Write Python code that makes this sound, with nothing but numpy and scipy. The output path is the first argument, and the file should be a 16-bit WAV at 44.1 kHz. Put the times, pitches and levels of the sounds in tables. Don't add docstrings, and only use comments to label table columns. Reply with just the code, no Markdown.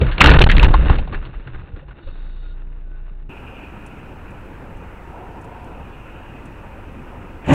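import sys
import numpy as np
from scipy import signal
from scipy.fft import rfft, irfft, next_fast_len
from scipy.io import wavfile
from scipy.ndimage import uniform_filter1d

SR = 44100
rng = np.random.default_rng(int(sys.argv[2]) if len(sys.argv) > 2 else 0)


def transcribe(u):
    v = np.clip(np.atleast_2d(u).T, -1, 1)
    q = np.round(v * 32767).astype(np.int16)
    wavfile.write(sys.argv[1], SR, q)


N = 332494
CUT_S = 3.294

# [time_s, floor_boom_db, panel_crush_db]
SHAKE = [(0.0, -15, -30.5), (0.07, -20.5, -29.5), (0.17, -34, -36.5), (0.22, -13.5, -14.5),
         (0.31, -11, -15), (0.42, -8, -17), (0.53, -18.5, -28.5), (0.64, -13, -18), (0.69, -22.5, -32),
         (0.9, -20, -28.5), (1.06, -22.5, -43.5), (1.2, -32.5, -44), (1.5, -43.5, -49.5),
         (1.82, -41.5, -52), (1.86, -50, -59.5), (1.92, -47, -49.5), (2.6, -48.5, -55), (3.29, -50, -60)]
# [pitch_hz, level_db_per_hz]
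BOOM_COLOUR = [(41, -29), (70, 3.5), (97, -13), (140, -5.5), (221, -16.5), (290, -20), (373, -25),
               (600, -26), (780, -53), (1320, -120)]
# [pitch_hz, level_db_per_hz]
CRUSH_COLOUR = [(180, -30.5), (300, 5.5), (653, -2), (869, -2), (1260, -1.5), (1360, 1), (2410, -10),
                (2720, -2.5), (3170, -18.5), (3730, -14.5), (4120, -24.5), (5360, -58.5), (9060, -120)]
# [pitch_hz, width_hz, level_db]
PANEL_RINGS = [(870, 59, -9), (1342, 86, 6), (1790, 84, -10.5), (2700, 280, 1), (3640, 31, -6.5),
               (4353, 42, -15.5)]
# [start_s, peak_db, pitch_hz, brittle_top_db, fade_s, rattle_db]
CRACKS = [(0.013, -13.5, 500, 2, 0.046, -26.5), (0.066, -21.5, 1480, -7, .045, -30),
          (0.114, -21, 1640, 0, 0.13, -42), (0.181, -11, 2420, -19, .02, -27),
          (0.205, 1, 2770, -4, 0.1, -30), (0.21, 5, 1270, -24, 0.039, -12.5),
          (0.214, 4.5, 2000, -20, 0.038, -14), (0.241, 2, 1500, -2.5, .034, -11.5),
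          (0.259, 4, 1620, -8.5, 0.034, -19), (0.27, 0, 1210, 6.5, 0.036, -14),
          (0.282, -10.5, 1500, 6, .03, -23), (0.291, -8, 1440, -3, 0.095, -16),
          (0.314, -7, 2650, -2.5, 0.048, -15), (0.336, -9, 1560, -4, 0.067, -22),
          (0.389, -6.5, 1300, 0.5, .065, -22), (0.414, -2, 2670, -1, .07, -12.5),
          (0.44, -4.5, 1000, 10, .045, -18), (0.465, -14, 845, -21, .045, -30),
          (0.49, -10.5, 1820, -5, 0.026, -26), (0.497, -4, 1900, -8, .04, -20.5),
          (0.515, -3.5, 1920, -2, 0.056, -26), (0.567, -9, 2610, -12, 0.019, -28),
          (0.581, -6, 1880, -17, 0.011, -27), (0.596, -4, 2500, -6, 0.0094, -29),
          (0.629, -4.5, 900, 0.5, 0.053, -14), (0.644, -11, 2600, -7, 0.039, -29),
          (0.684, -22, 800, -10, .045, -30), (0.706, -23, 806, -12, 0.057, -34),
          (0.74, -4.5, 950, -32, 0.031, -18.5), (0.858, -20, 874, -8, 0.039, -22.5),
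          (0.897, -10, 800, -31, 0.032, -21), (0.928, -25, 800, -13, 0.041, -27),
          (0.955, -24, 1740, 0, .04, -35.5), (0.984, -20, 700, -2, 0.069, -35),
          (1.075, -27.5, 752, -15, 0.042, -32.5), (1.127, -25, 1170, -11.5, 0.096, -32),
          (1.144, -22.5, 1710, -29, 0.055, -30.5), (1.228, -33, 1370, -26, .07, -48),
          (1.251, -29.5, 1150, 1, 0.076, -41), (1.339, -38.5, 1110, -14, .045, -49),
          (1.397, -40, 1500, -9, .045, -54), (1.473, -31.5, 1514, -26, .042, -39.5),
          (1.547, -33.5, 1520, -18.5, .04, -39.5), (1.763, -37.5, 1430, -10, 0.047, -44.5),
          (1.883, -43, 820, -17, .05, -46), (1.909, -36, 1470, -21, 0.042, -45),
          (1.984, -44.5, 818, -18, .06, -47), (2.074, -39.5, 1080, -2, 0.055, -51)]
CRACK_WIDTH = 0.3
# [start_s, peak_db, start_pitch_hz, fade_s]
THUMPS = [(0.012, -8, 410, 0.057), (0.07, -11, 119.7, .1), (1.461, -27.5, 129.4, 0.51),
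          (1.59, -25, 100, 0.14), (1.736, -13, 65.2, 0.067), (1.766, -31, 319, 0.081),
          (1.765, -35, 513, .08), (1.825, -34, 550, 0.058), (2.0, -39.5, 350, 0.25),
          (2.071, -30, 550, 0.068)]
# [peak_s, swing_db, shudder_db]
JOLTS = [(0.089, -12.5, -17.5), (0.26, -8.5, -11), (0.299, -17, -6.5), (0.41, -9, -21), (0.478, -3, -25),
         (0.562, -5, -13), (0.648, -12, -6), (0.711, -5, -23), (0.78, -12, -8), (0.9, -10, -14.5),
         (0.98, -13.5, -18.5), (1.17, -18.5, -31), (1.37, -25, -32), (1.55, -26.5, -34), (1.75, -31, -37),
         (1.88, -38, -33), (2.08, -24, -39.5)]
SWING_HZ, SHUDDER_HZ = 28.88, 54.6
JOLT_RISE_S, SWING_FADE_S, SHUDDER_FADE_S = 0.043, 0.4, 0.38
RATTLE_RISE_S, RATTLE_FADE_S = 0.0035, 0.16
RATTLE_BOOM_DB = 1.5

# [time_s, thud_db, crunch_db, shatter_db]
IMPACT = [(7.455, -49, 6, -22), (7.466, -35, -2, -20), (7.476, -24, -15, -32), (7.488, -16, -15, -32),
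          (7.508, -10, -14.5, -36), (7.525, -11, -16, -33), (7.54, -6, -17, -23)]
# [pitch_hz, level_db_per_hz]
THUD_COLOUR = [(20, -25), (55, -1), (90, -14), (135, -0.5), (210, -8), (290, 0), (440, -28), (585, -9.5),
               (720, -18.5), (930, -14), (1400, -32)]
# [start_s, level_db]
THUD_BLOWS = [(7.476, -18.5), (7.486, -11), (7.506, -10), (7.52, -6)]
# [start_pitch_hz, level_db, fade_s]
THUD_RING = [(135, -1.5, .09), (291, -1, 0.088), (574, -8, 0.061)]

# [pitch_hz, width_hz, level_db]
ROAR_MODES = [(712, 106, 1.5), (942, 120, 1.5), (415, 200, -2)]
ROAR_FAR_DB, ROAR_NEAR_DB = -56, -42.5
PASS_FROM_S, PASS_TO_S, PASS_EDGE_S = 4.92, 5.935, 0.2
# [start_s, peak_db]
TICKS = [(3.8626, -41), (4.3066, -53), (4.7694, -55), (5.4126, -48.5), (5.4435, -46.5), (5.6435, -51),
         (6.455, -44)]
# [pitch_hz, level_db_per_hz]
ROAD_COLOUR = [(4, -22), (8, -4), (35, -7), (66, 0.5), (108, -0.5), (137, -4.5), (326, -7.5), (497, -11.5),
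               (559, -10.5), (629, -15.5), (938, -12.5), (1080, -18), (1370, -15.5), (2040, -24),
               (2640, -23.5), (4120, -52.5), (5360, -100), (9060, -120)]
ROAD_DB = -37.5

# [pitch_hz, width_hz, level_db]
VENT_MODES = [(2470, 184, 0.41), (2760, 320, -1.2)]
# [time_s, level_db]
VENT_LEVEL = [(3.29, -46.5), (3.6, -49.5), (4.0, -55.5), (5.1, -65), (5.9, -54.5), (6.25, -52.5),
              (6.7, -58.5), (7.54, -59)]
IDLE_HZ, IDLE_FROM_S, IDLE_DB = 28.6, 2.12, -26.5
IDLE_SAG_DB_PER_S, IDLE_LUMP_DB = -3, 0.5
# [multiple_of_blower_hz, level_db]
BLOWER = [(2, -52), (3, -64), (4, -59), (5, -62), (6, -64), (9, -70), (10, -71), (12, -69)]
BLOWER_HZ = 69.4
# [multiple_of_idle_hz, level_db]
PARKED_IDLE = [(1, -44), (2, -45), (3, -50)]
PARKED_IDLE_HZ = 23.15
# [start_s, end_s, start_pitch_hz, end_pitch_hz, level_db]
WHISTLES = [(2.43, 2.54, 1430, 1430, -58), (2.85, 3.14, 1497, 1497, -62), (2.5, 2.8, 790, 845, -67),
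            (1.9, 2.35, 1490, 1490, -64), (2.5, 2.82, 945, 985, -69), (1.62, 1.9, 790, 810, -63),
            (1.62, 1.8, 480, 470, -59), (2.25, 2.8, 500, 480, -66)]
# [pitch_hz, width_hz, level_db]
SIZZLE = [(3410, 47, -72), (3713, 73, -62.5), (4170, 90, -76), (4420, 53, -76), (2890, 90, -69.5)]
SIZZLE_FROM_S, SIZZLE_TO_S = 2.0, 2.56

# [start_s, end_s, signed_start_height]
BLOCKS = [(.374, .388, -2.2), (.397, .406, 1.9), (.431, .439, -.4), (.444, .464, 2.1), (.477, .490, -.6),
          (.671, .683, -1.4), (.701, .707, .75)]
# [pitch_hz, level_db_per_hz]
HISS_COLOUR = [(3000, -6), (3500, 0), (4500, -5), (6000, -6), (8000, -7), (11000, -9.5), (18000, -10.5)]
HISS_DB, WHINE_HZ, WHINE_DB = -66.5, 7720, -82.5
NIGHT_EDGE_HZ, EDGE_HZ = 4550, 15800


def wreck():
    rattle = blows(*np.transpose(CRACKS)[[0, -1]], RATTLE_RISE_S, RATTLE_FADE_S)
    return rocking_body() + booming_and_crumpling(rattle) + cracks_and_thumps()


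def rocking_body():
    jolt_s, swing_db, shudder_db = np.transpose(JOLTS)
    swing = blows(jolt_s, swing_db, JOLT_RISE_S, SWING_FADE_S)
    shudder = blows(jolt_s, shudder_db, JOLT_RISE_S, SHUDDER_FADE_S)
    out = swing * wobble(SWING_HZ, 0.2 * flicker(0.02))
    return out + shudder * wobble(SHUDDER_HZ, 0.15 * flicker(0.013))


def booming_and_crumpling(rattle):
    boom_db, crush_db = curves(SHAKE)
    boom = colour(rng.standard_normal(N), BOOM_COLOUR)
    snaps = rng.standard_normal(N) * amp(2.6 * flicker(0.0023) + 1.9 * flicker(0.035))
    crush = evened(colour(snaps, CRUSH_COLOUR) + 0.14 * through(snaps, PANEL_RINGS))
    boom_level = np.hypot(amp(boom_db + 3.8 * flicker(0.017)), amp(RATTLE_BOOM_DB) * rattle)
    return boom_level * boom + np.hypot(amp(crush_db), rattle) * crush


def cracks_and_thumps():
    out = np.zeros(N)
    for s, db, hz, bright_db, fade_s, _ in CRACKS:
        add(out, s, burst(db, hz, max(fade_s, 0.01), CRACK_WIDTH * hz, bright_db))
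    for s, db, hz, fade_s in THUMPS:
        add(out, s, knock(db, hz, fade_s, 0.0063))
    return out


def impact():
    thud_db, crunch_db, shatter_db = curves(IMPACT)
    thud = colour(rng.standard_normal(N), THUD_COLOUR)
    snaps = rng.standard_normal(N) * amp(1.0 * flicker(0.0027))
    crunch = lowpass(through(snaps, [(2600, 760, 0), (1560, 570, 0.0048)]), 4000)
    glassy = [(3800, 7), (5000, -6), (7000, 5), (8500, -4), (11000, -11), (15700, -20)]
    shatter = colour(rng.standard_normal(N), glassy)
    layers = thud + amp(crunch_db) * crunch + amp(shatter_db) * shatter
    out = amp(thud_db) * layers * gate(7.44, N, 0.0063)
    for s, db in THUD_BLOWS:
        add(out, s, sum(knock(db + ring_db, hz, fade_s, 0.0027) for hz, ring_db, fade_s in THUD_RING))
    return out


def passing_vehicle():
    near = gate(PASS_FROM_S, PASS_TO_S, PASS_EDGE_S)
    roar_db = ROAR_FAR_DB + (ROAR_NEAR_DB - ROAR_FAR_DB) * near
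    roar = patchy(through(rng.standard_normal(N), ROAR_MODES), depth_db=1.5)
    return amp(roar_db + 1.1 * flicker(0.018)) * roar


def trim_ticks():
    out = np.zeros(N)
    for s, db in TICKS:
        add(out, s, lowpass(burst(db, 7800, 0.053, 3500, bright_db=-16), 11300))
    return out


def traffic():
    wash = patchy(colour(rng.standard_normal(N), ROAD_COLOUR), depth_db=1.5)
    return amp(ROAD_DB + 0.71 * flicker(0.025)) * wash


def vent():
    vent_db, = curves(VENT_LEVEL)
    hiss = lowpass(through(rng.standard_normal(N), VENT_MODES), 5000)
    return amp(vent_db + 2.0 * flicker(0.014)) * hiss


def idling_engine():
    since_start = np.arange(N) / SR - IDLE_FROM_S
    db = IDLE_DB + IDLE_SAG_DB_PER_S * since_start + IDLE_LUMP_DB * flicker(0.04)
    turns = 2 * np.pi * np.cumsum(IDLE_HZ * (1 + 0.0532 * flicker(0.0251))) / SR
    throb = np.sin(turns) + 0.15 * np.sin(2 * turns)
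    return np.sqrt(2) * amp(db) * throb * gate(IDLE_FROM_S, N / SR, 0.089)


def blower():
    out = np.zeros(N)
    drift = 0.0059 * flicker(0.089)
    for order, db in BLOWER:
        out += amp(db + 2.0 * flicker(0.05)) * wobble(order * BLOWER_HZ, drift + 0.004 * flicker(0.04))
    return out


def parked_engine():
    out = np.zeros(N)
    drift = 0.0059 * flicker(0.1)
    for order, db in PARKED_IDLE:
        out += amp(db + 1.2 * flicker(0.08)) * wobble(order * PARKED_IDLE_HZ, drift)
    return out


def whistles_and_sizzle():
    out = np.zeros(N)
    for t0, t1, f0_hz, f1_hz, db in WHISTLES:
        glide = np.interp(np.arange(N) / SR, [t0, t1], [f0_hz, f1_hz])
        level = amp(db + 3.1 * flicker(0.035)) * gate(t0, t1, 0.013)
        out += level * wobble(glide, 0.0029 * flicker(0.011))
    for hz, width, db in SIZZLE:
        band = evened(resonate(rng.standard_normal(N), hz, width))
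        out += amp(db) * gate(SIZZLE_FROM_S, SIZZLE_TO_S, 0.032) * band
    return out


def second_camera_noise():
    hiss = patchy(colour(rng.standard_normal(N), HISS_COLOUR), depth_db=1.0)
    return amp(HISS_DB) * hiss + amp(WHINE_DB) * wobble(WHINE_HZ, 0.0005 * flicker(0.01))


def night_camera(x):
    t = np.arange(N) / SR
    for t0, t1, height in BLOCKS:
        before = t < t0
        reach = gate(t0 - 0.004, t1, 0.0045)
        drain = np.clip(height * np.exp(-np.maximum(t - t0, 0) / 0.0035), -1.0, 1.0)
        deaf = np.maximum(gate(t0 - 0.001, t1, 0.0009), reach * before * 0.44)
        x = x * (1 - 0.945 * deaf) + drain * np.where(before, reach, gate(0, t1, 0.00087))
    x = lowpass(np.clip(x, -1.3, 1.3), NIGHT_EDGE_HZ) / 1.018
    x = 0.96 * x / (1 + abs(x) ** 12) ** (1 / 12)
    loudest = uniform_filter1d(np.maximum(abs(x) - 0.8, 0), 600)
    hiss = loudest * rng.standard_normal(N)
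    return x + amp(-18.5) * signal.lfilter([0.4], [1, -0.6], hiss)


def burst(db, hz, fade_s, width, bright_db):
    t = np.arange(int(0.25 * SR)) / SR
    hit = rng.standard_normal(len(t)) * amp(-60 * t / fade_s) * np.minimum(t / 0.00078, 1)
    ring = resonate(resonate(hit, hz, width), hz, 3 * width)
    top = resonate(resonate(hit, 2750, 820), 1900, 2500)
    sound = ring / abs(ring).max() + amp(bright_db) * top / abs(top).max()
    return amp(db) * sound / abs(sound).max()


def knock(db, hz, fade_s, rise):
    t = np.arange(SR // 4) / SR
    level = amp(db - 60 * t / fade_s) * np.minimum(t / rise, 1)
    return level * np.sin(2 * np.pi * hz * t * (1 - 0.69 * t))


def blows(times, levels_db, rise, fade_s):
    t = np.arange(N) / SR
    power = np.zeros(N)
    for s, db in zip(times, levels_db):
        after = t[round((s - rise) * SR):][:SR] - s
        fade = amp(db - 60 * np.maximum(after, 0) / fade_s)
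        add(power, s - rise, (fade * np.clip(1 + after / rise, 0, 1)) ** 2)
    return np.sqrt(power)


def wobble(hz, depth):
    cycles = np.cumsum(hz * (1 + depth)) / SR + rng.random()
    return np.sqrt(2) * np.sin(2 * np.pi * cycles)


def flicker(seconds):
    size = int(seconds * SR)
    return evened(uniform_filter1d(uniform_filter1d(rng.standard_normal(N), size), size))


def patchy(x, depth_db):
    z = signal.stft(x, nperseg=512)[2]
    field = uniform_filter1d(rng.standard_normal(z.shape), size=4, axis=0)
    field = evened(uniform_filter1d(field, size=12, axis=1))
    return evened(signal.istft(z * amp(depth_db * field), nperseg=512)[1][:N])


def colour(x, spectrum):
    size = next_fast_len(N)
    f, db = np.transpose(spectrum)
    hz = np.arange(size // 2 + 1) * SR / size
    gain = amp(np.interp(np.log(hz + 1), np.log(f + 1), db, -120, -120))
    return evened(irfft(rfft(x, size) * gain, size)[:N])


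def resonate(x, hz, width):
    turn = np.exp(2j * np.pi * np.cumsum(hz * np.ones(len(x))) / SR)
    r = np.exp(-np.pi * width / SR)
    return 2 * (turn * signal.lfilter([1 - r], [1, -r], x / turn)).real


def through(x, modes):
    total = 0
    for k, (hz, width, db) in enumerate(modes):
        ring = resonate(resonate(x, hz, width), hz, 2 * width)
        total = total + (-1) ** k * amp(db) * evened(ring)
    return evened(total)


def lowpass(x, hz):
    return signal.oaconvolve(x, signal.firwin(511, hz, window=("kaiser", 9), fs=SR), "same")


def gate(t0, t1, edge):
    t = np.arange(N) / SR
    return np.clip(np.minimum(t - t0, t1 - t) / max(edge, 1e-4), 0, 1)


def curves(rows):
    s, *columns = np.transpose(rows)
    return [np.interp(np.arange(N) / SR, s, c) for c in columns]


def amp(db):
    return 10 ** (np.asarray(db) / 20)


def evened(x):
    return x / np.sqrt(np.mean(x ** 2) + 1e-20)


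def add(mix, s, sound):
    part = mix[round(s * SR):][:len(sound)]
    part += sound[:len(part)]


def scene():
    first = night_camera(wreck() + idling_engine() + blower() + whistles_and_sizzle())
    roadside = passing_vehicle() + trim_ticks() + traffic() + vent() + parked_engine()
    second = impact() + roadside + second_camera_noise()
    cut = gate(CUT_S - 0.002, N, 0.0023)
    return ((1 - cut) * first + cut * second)[None]


def record(dry):
    noisy = dry[0] + amp(-93.5) * rng.standard_normal(N)
    return lowpass(np.clip(noisy, -0.98, 0.98), EDGE_HZ)[None]


dry = scene()
out = record(dry)
transcribe(out)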